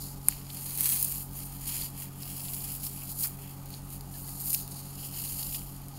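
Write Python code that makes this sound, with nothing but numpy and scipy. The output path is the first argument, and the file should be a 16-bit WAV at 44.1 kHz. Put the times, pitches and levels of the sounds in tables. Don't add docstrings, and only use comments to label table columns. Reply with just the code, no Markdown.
import sys
import numpy as np
from scipy import signal
from scipy.fft import rfft, irfft
from scipy.io import wavfile
from scipy.ndimage import uniform_filter1d, map_coordinates

SR = 44100
rng = np.random.default_rng(int(sys.argv[2]) if len(sys.argv) > 2 else 0)


def put_to_file(sound):
    columns = np.atleast_2d(sound).T
    safe = np.clip(columns, -1, 1)
    whole_steps = np.round(safe * 32767)
    wavfile.write(sys.argv[1], SR, whole_steps.astype(np.int16))


def volts_from_decibels(level):
    exponent = np.asarray(level, float) / 20
    return 10 ** exponent


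N = 263718
TIME = np.arange(N) / SR
ONSET_S = 0.0011


def unit(x):
    return x / np.sqrt(np.mean(x ** 2))


def colour(x, points):
    hz, db = np.transpose(points)
    bins = np.maximum(np.fft.rfftfreq(len(x), 1 / SR), 1)
    gain = volts_from_decibels(np.interp(np.log(bins), np.log(hz), db))
    return irfft(rfft(x) * gain, len(x))


def walk(rate):
    hold = int(SR / rate)
    steps = np.repeat(rng.standard_normal(N // hold + 1), hold)
    return 0.87 * uniform_filter1d(uniform_filter1d(steps, hold), hold)[:N]


def fractures(rate, spread_db, tail_ms):
    chance, rarity = rng.random((2, N))
    power = (chance < rate / SR) * volts_from_decibels(-spread_db * np.log(1.008 - rarity)) ** 2
    keep = np.exp(-1000 / (tail_ms * SR))
    return np.sqrt(signal.lfilter([1], [1, -keep], power) + 1e-9)


def add(out, s, db, hz, width, tail_ms, noise):
    ms = np.arange(len(noise)) * 1000 / SR
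    edges = np.clip([hz - width / 2, hz + width / 2], 300, 15500)
    front = np.exp(-ms / (0.3 * tail_ms))
    splinters = 0.25 * np.exp(-ms / tail_ms)
    burst = signal.lfilter(*signal.butter(2, edges, "band", fs=SR), noise * (front + splinters))
    i = int(s * SR)
    out[i:i + len(ms)] += (burst * volts_from_decibels(db) / np.abs(burst).max())[:N - i]


def air():
    # frequency in Hz, level in dB.
    room_colour = [(15, 3), (45, 6.5), (75, 0.5), (120, -5), (170, -1), (210, -1), (340, -6.5),
                   (500, -13.5), (820, -7.5), (1250, -15.5), (1700, -23.5), (3000, -24), (8000, -23),
                   (16000, -22)]
    # frequency in Hz, width in Hz, level in dB.
    duct_modes = [(346, 12.4, 1.5), (402, 15.6, 2.5), (551.2, 7.1, 0), (613, 14, -5), (706, 18, 0),
                  (809, 30, 0.5), (852, 21, 0), (1112, 14, -0.5), (1213, 40, -4)]
    noise = rng.standard_normal(N)
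    duct = np.zeros(N)
    for hz, width, db in duct_modes:
        duct += volts_from_decibels(db) * signal.lfilter(*signal.iirpeak(hz, hz / width, SR), noise)
    room = unit(colour(rng.standard_normal(N), room_colour))
    return room * volts_from_decibels(-51.5 + 0.5 * walk(2.83)) + unit(duct) * volts_from_decibels(-58.5)


def hum():
    shaft_hz, pull_hz, beat_rad = 46.085, 100.08, -2.5
    # shaft order, order of the magnetic pull, level in dB rms.
    lines = [(1, 0, -54), (2, 0, -54), (3, 0, -45.7), (4, 0, -57), (5, 0, -66), (6, 0, -58), (8, 0, -78),
             (9, 0, -78), (12, 0, -78), (15, 0, -79), (0, 1, -64), (2, 1, -59), (3, 1, -67), (4, 1, -62),
             (6, 1, -79), (10, 1, -81), (15, 1, -75), (6, -1, -62), (7, -1, -71), (0, 2, -72), (7, 0, -79),
             (10, 0, -82), (8, 1, -80), (20, 0, -79), (0, 3, -78), (0, 4, -78)]
    # frequency in Hz, level in dB rms.
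    motors = [(20.55, -67), (21.11, -68), (40.09, -60), (46.82, -58), (103.85, -70), (139.05, -75),
              (161.64, -70), (207.7, -77), (769.5, -80)]
    out = np.zeros(N)
    for hz, db in motors:
        out -= volts_from_decibels(db) * np.cos(2 * np.pi * hz * TIME)
    for shaft, mains, db in lines:
        start = -2.7 if shaft % 2 else -0.6 + mains * beat_rad
        hz = shaft * shaft_hz + mains * pull_hz
        out += volts_from_decibels(db) * np.cos(2 * np.pi * hz * TIME + start)
    return np.sqrt(2) * out


def squeaks():
    # centre in seconds, pitch in Hz, peak in dB, length in seconds.
    squeak_list = [
        (4.155, 1660, -57, .012),
        (4.28, 1700, -62, .01),
        (4.285, 2050, -61, .01),
        (3.03, 2550, -57, .012),
    ]
    waver = np.cumsum(walk(150)) * 120 / SR
    out = np.zeros(N)
    for s, hz, db, length in squeak_list:
        swell = np.exp(-((TIME - s) / length) ** 2)
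        out += volts_from_decibels(db) * swell * np.sin(2 * np.pi * (hz * TIME + waver))
    return out


def lumps():
    # start in seconds, peak in dB, centre in Hz.
    lump_list = [(0.3222, -34, 2430), (0.3666, -47, 3980), (0.414, -41, 2620), (0.5007, -30, 4100),
                 (0.7302, -41.5, 4570), (0.805, -33, 2510), (0.8335, -37, 4310), (1.0675, -35, 4720),
                 (1.1563, -47, 4390), (1.821, -26, 4190), (2.0198, -37, 2450), (2.2306, -31.5, 4600),
                 (2.4149, -37, 4860), (2.4823, -31.5, 4300), (2.5356, -33, 4450), (2.605, -34, 4410),
                 (2.8654, -28.5, 4800), (3.2321, -29, 4560), (3.739, -33, 4260), (4.007, -37, 4800),
                 (4.139, -38.5, 4020), (4.2832, -39, 4150), (4.5206, -37, 4570), (4.5457, -20.5, 5100),
                 (4.598, -40, 4450), (4.6759, -38, 4600), (5.2749, -32, 4500), (5.4301, -30, 4410),
                 (5.5243, -34, 3190), (5.6171, -43, 2770)]
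    out = np.zeros(N)
    for s, db, hz in lump_list:
        add(out, s + ONSET_S, db - 2, hz, 1800, 4, rng.standard_normal(500))
    return out


def tears():
    # start in seconds, centre in Hz, width in Hz, peak in dB, tail in ms.
    tear_list = [(.8635, 12700, 6000, -15, 5), (1.027, 12500, 6500, -13, 8.3),
                 (1.048, 12200, 5970, -12.5, 3.5), (2.545, 12700, 6000, -24, 3),
                 (3.02, 2620, 910, -46.5, 25), (3.244, 1500, 1600, -36.5, 35),
                 (3.2445, 4968, 1481, -31.5, 28), (6.3, 4800, 1800, -35, 11), (3.747, 10000, 9000, -36, 5),
                 (4.5405, 12530, 6200, -13, 14), (4.5448, 2770, 880, -28, 7.5),
                 (4.546, 14000, 6000, -12, 6.4), (4.5465, 5700, 1700, -24, 4.5),
                 (4.553, 13000, 5700, -28, 4.4), (4.6125, 11500, 7000, -30, 3), (5.03, 2900, 797, -46, 25),
                 (5.545, 3820, 2600, -33, 19), (5.884, 11000, 8000, -33.5, 4)]
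    out = np.zeros(N)
    for s, hz, width, db, tail_ms in tear_list:
        add(out, s, db, hz, width, tail_ms, rng.standard_normal(900))
    return out


def snaps():
    # start in seconds, peak in dB, pitch in Hz (band centre is halfway to 12300).
    snap_list = [(0.5457, -22, 13300), (0.7741, -18, 14500), (0.8066, -7, 13700), (0.843, -12, 9540),
                 (0.856, -8, 14200), (0.8899, -10, 11000), (0.9981, -15, 11300), (1.0256, -9, 14200),
                 (1.044, -13, 11500), (1.1214, -16, 11600), (1.1573, -19, 14300), (1.3892, -24, 12200),
                 (2.2238, -25, 11900), (2.5334, -20, 14000), (3.034, -26, 13600), (3.1163, -22, 13600),
                 (3.2066, -19, 13600), (3.2715, -21, 9190), (3.4196, -31, 11400), (3.6566, -31, 12200),
                 (3.7025, -32, 11600), (3.9025, -29, 13800), (4.0078, -28, 13800), (4.4074, -23, 13800),
                 (4.4574, -19, 13700), (4.5296, -11, 11200), (4.5994, -22, 13000), (4.6768, -25, 14100),
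                 (5.8172, -34, 14000), (5.883, -34, 11900)]
    out = np.zeros(N)
    for s, db, hz in snap_list:
        snap, underside, neighbours = rng.standard_normal((3, 900))
        underside_db = -20 - 0.29 * (db + 18)
        add(out, s + ONSET_S, db - 0.5, (hz + 12300) / 2, 5500, 2.2, snap)
        add(out, s + 2 * ONSET_S, db - 22, 11500, 7500, 16, neighbours)
        add(out, s + ONSET_S, db + underside_db - 1, 4200, 4000, 2.5, underside)
    return out


def crack():
    crack_s = 0.2850
    # frequency in Hz, peak in dB, swell in ms, sign of the first push.
    rings = [
        (9350, -4.5, .2, 1),
        (11450, -4.5, .19, -1),
        (7400, -21, .25, 1),
        (13000, -17, .17, 1),
        (5000, -28, .17, 1),
        (4000, -30, .17, -1),
        (2350, -24, .22, 1),
        (1700, -27, .22, -1),
        (980, -28, .29, 1),
        (14600, -24, .15, -1),
    ]
    ms = np.clip(TIME - crack_s, 0, 0.02) * 1000
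    out = np.zeros(N)
    for hz, db, swell_ms, sign in rings:
        shape = (ms / swell_ms / 3) ** 3 * np.exp(3 - ms / swell_ms)
        out += sign * volts_from_decibels(db) * shape * np.cos(2 * np.pi * hz * (ms - 0.55) / 1000)
    first, splinters, dull = rng.standard_normal((3, 900))
    add(out, crack_s - 0.0004, -21, 10500, 6000, 1.5, first)
    add(out, crack_s + 0.0016, -18, 10600, 4500, 7, splinters)
    add(out, crack_s + 0.0018, -38, 2200, 1400, 10, dull)
    return out


def hand():
    grip_db_per_s, let_go_db_per_s, rest_db = 258, 263, -58.5
    # start in seconds, length in seconds, crackle at the start in dB,
    # swell over the press in dB, dullness in dB.
    presses = [(0, 0.12, -48, -1, 3.5), (0.296, 0.18, -44, -14.5, 1.5), (0.51, 0.29, -47, 8.5, 0.5),
               (0.846, 0.38, -28.5, -14.5, -2), (1.361, 0.35, -44, -11, 0), (1.681, 0.17, -37.5, -1, 1.5),
               (1.992, 0.038, -44, 1.5, -3), (2.221, 0.53, -45, 5, -1), (2.85, 0.014, -36.5, -2, 1.5),
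               (2.903, 0.22, -48.5, 4.5, -1.5), (3.187, 0.051, -39.5, 8.5, -2.5),
               (3.344, 0.19, -56.5, 4, -0.5), (3.71, 0.068, -55.5, 2, 4), (3.9, 0.047, -53, 5.8, -3),
               (4.135, 0.23, -48.5, 2.5, -2), (4.401, 0.14, -42.5, 9.5, -2.5), (4.576, 0.043, -39, -6.5, 2),
               (4.711, 0.086, -49.5, 2.5, 2), (4.846, 0.12, -52.5, 0.3, 2.5),
               (5.01, 0.059, -44.5, 1.5, 1.5), (5.16, 0.31, -41, 1, -0.5), (5.477, 0.071, -48.5, 12, 0),
               (5.6, .18, -49, -8, -0.5), (5.975, .03, -53.5, 5, 3)]
    s, length, db, swell_db, dull_db = np.transpose(presses)[:, :, None]
    since = TIME - s
    swell = swell_db * np.clip(since / length, 0, 1)
    grip = grip_db_per_s * np.minimum(since, 0)
    let_go = let_go_db_per_s * np.maximum(since - length, 0)
    power = volts_from_decibels(db + swell + grip - let_go) ** 2
    total = power.sum(axis=0) + volts_from_decibels(rest_db) ** 2
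    return 10 * np.log10(total), (power * dull_db).sum(axis=0) / total


def glove_rub(grind, harder_db):
    # time in seconds, pitch of the cupped hollow in Hz, drag on the foam in dB.
    glove = [(0, 2766, -8.5), (.32, 2720, 2.5), (.68, 2590, 0.5), (.87, 2630, 2), (1.199, 2780, -3.5),
             (1.5, 2720, 1.5), (1.8, 2590, 2.5), (2.1, 2690, 3.5), (2.5, 2820, 2), (2.8, 2760, -3),
             (3.03, 2590, 2), (3.15, 2570, -8.5), (3.399, 2640, 4.5), (4.1, 2950, -0.5), (4.42, 2750, -8),
             (5.051, 2960, 2.5), (5.56, 2990, -2), (5.98, 3010, 3.5)]
    # frequency in Hz, level in dB per Hz.
    rub_colour = [(500, -44), (900, -6), (1500, -13), (2000, -10), (3400, -2), (4200, -70), (8000, -55)]
    s, pitch_hz, drag = np.transpose(glove)
    hollow_hz = np.interp(TIME, s, pitch_hz)
    drag_db = np.interp(TIME, s, drag)
    rub_db = -16 + drag_db - 0.17 * harder_db + 1.06 * walk(12)
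    slow = grind * rng.standard_normal((2, N))
    slow = uniform_filter1d(uniform_filter1d(slow, size=56), size=56)
    turn = 2 * np.pi * np.cumsum(hollow_hz) / SR
    ring = unit(slow[0] * np.cos(turn) + slow[1] * np.sin(turn))
    cupped = np.clip((hollow_hz - 2600) / 380, 0.15, 1.1)
    drag_noise = unit(colour(grind * rng.standard_normal(N), rub_colour))
    return (cupped * ring + drag_noise) * volts_from_decibels(rub_db + 1.7) / np.sqrt(1 + cupped ** 2)


def foam():
    # frequency in Hz, dB per Hz.
    crackle_colour = [(1500, -51), (4000, -25), (6000, -15), (7000, -10.5), (8200, -8), (9500, -2),
                      (10300, -3), (11300, 0.5), (12500, -4.5), (13300, -11), (16000, -52)]
    sheen_colour = [(10000, -40), (11800, -13), (12600, -4), (13300, -4), (14000, -1), (15000, -5),
                    (16500, -5)]
    crunch_colour = [(2500, -51), (3600, -8), (4400, 0.5), (5200, -3), (6000, -10), (7000, 1), (10000, -77)]
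    crackle_db, dull_db = hand()
    harder_db = crackle_db + 45
    sheen_db = 0.5 - 0.4 * dull_db + 0.54 * walk(2.8)
    crunch_db = -10.5 + dull_db - 0.17 * harder_db + 1.6 * walk(8.2)
    ticks = 2.5 * fractures(200, 3.0, 0.35)
    swarm = fractures(2200, 3.3, 2.7) * volts_from_decibels(0.75 * walk(45))
    cells = np.hypot(swarm, ticks)
    grind = cells ** 1.05 * fractures(500, 2.07, 6.6) ** 0.74
    crackle = unit(colour(cells * rng.standard_normal(N), crackle_colour)) * volts_from_decibels(0.88 + walk(26))
    sheen = unit(colour(cells * rng.standard_normal(N), sheen_colour)) * volts_from_decibels(sheen_db + 1.5 + walk(30))
    crunch = unit(colour(grind * rng.standard_normal(N), crunch_colour)) * volts_from_decibels(crunch_db + 1.54)
    return volts_from_decibels(crackle_db) * (crackle + sheen + crunch + glove_rub(grind, harder_db))


def tabletop(x):
    echo_ms, drift_ms, gain = 0.428, 0.035, 0.24
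    lag = (echo_ms + drift_ms * walk(4.07)) * SR / 1000
    echo = map_coordinates(x, [np.arange(N) - lag], order=3)
    return (x + gain * echo) / np.sqrt(1 + gain ** 2)


def scene():
    background = air() + hum()
    on_table = squeaks() + lumps() + tears() + snaps() + foam()
    return (background + crack() + tabletop(on_table))[None]


def band_limit(x):
    return signal.sosfilt(signal.butter(12, 16400, fs=SR, output="sos"), x)


def record(dry):
    top_cut = signal.ellip(12, 0.3, 60, 15740, fs=SR, output="sos")
    mix = np.clip(signal.sosfilt(top_cut, dry), -1, 1)
    return band_limit(mix)


dry = scene()
out = record(dry)
put_to_file(out)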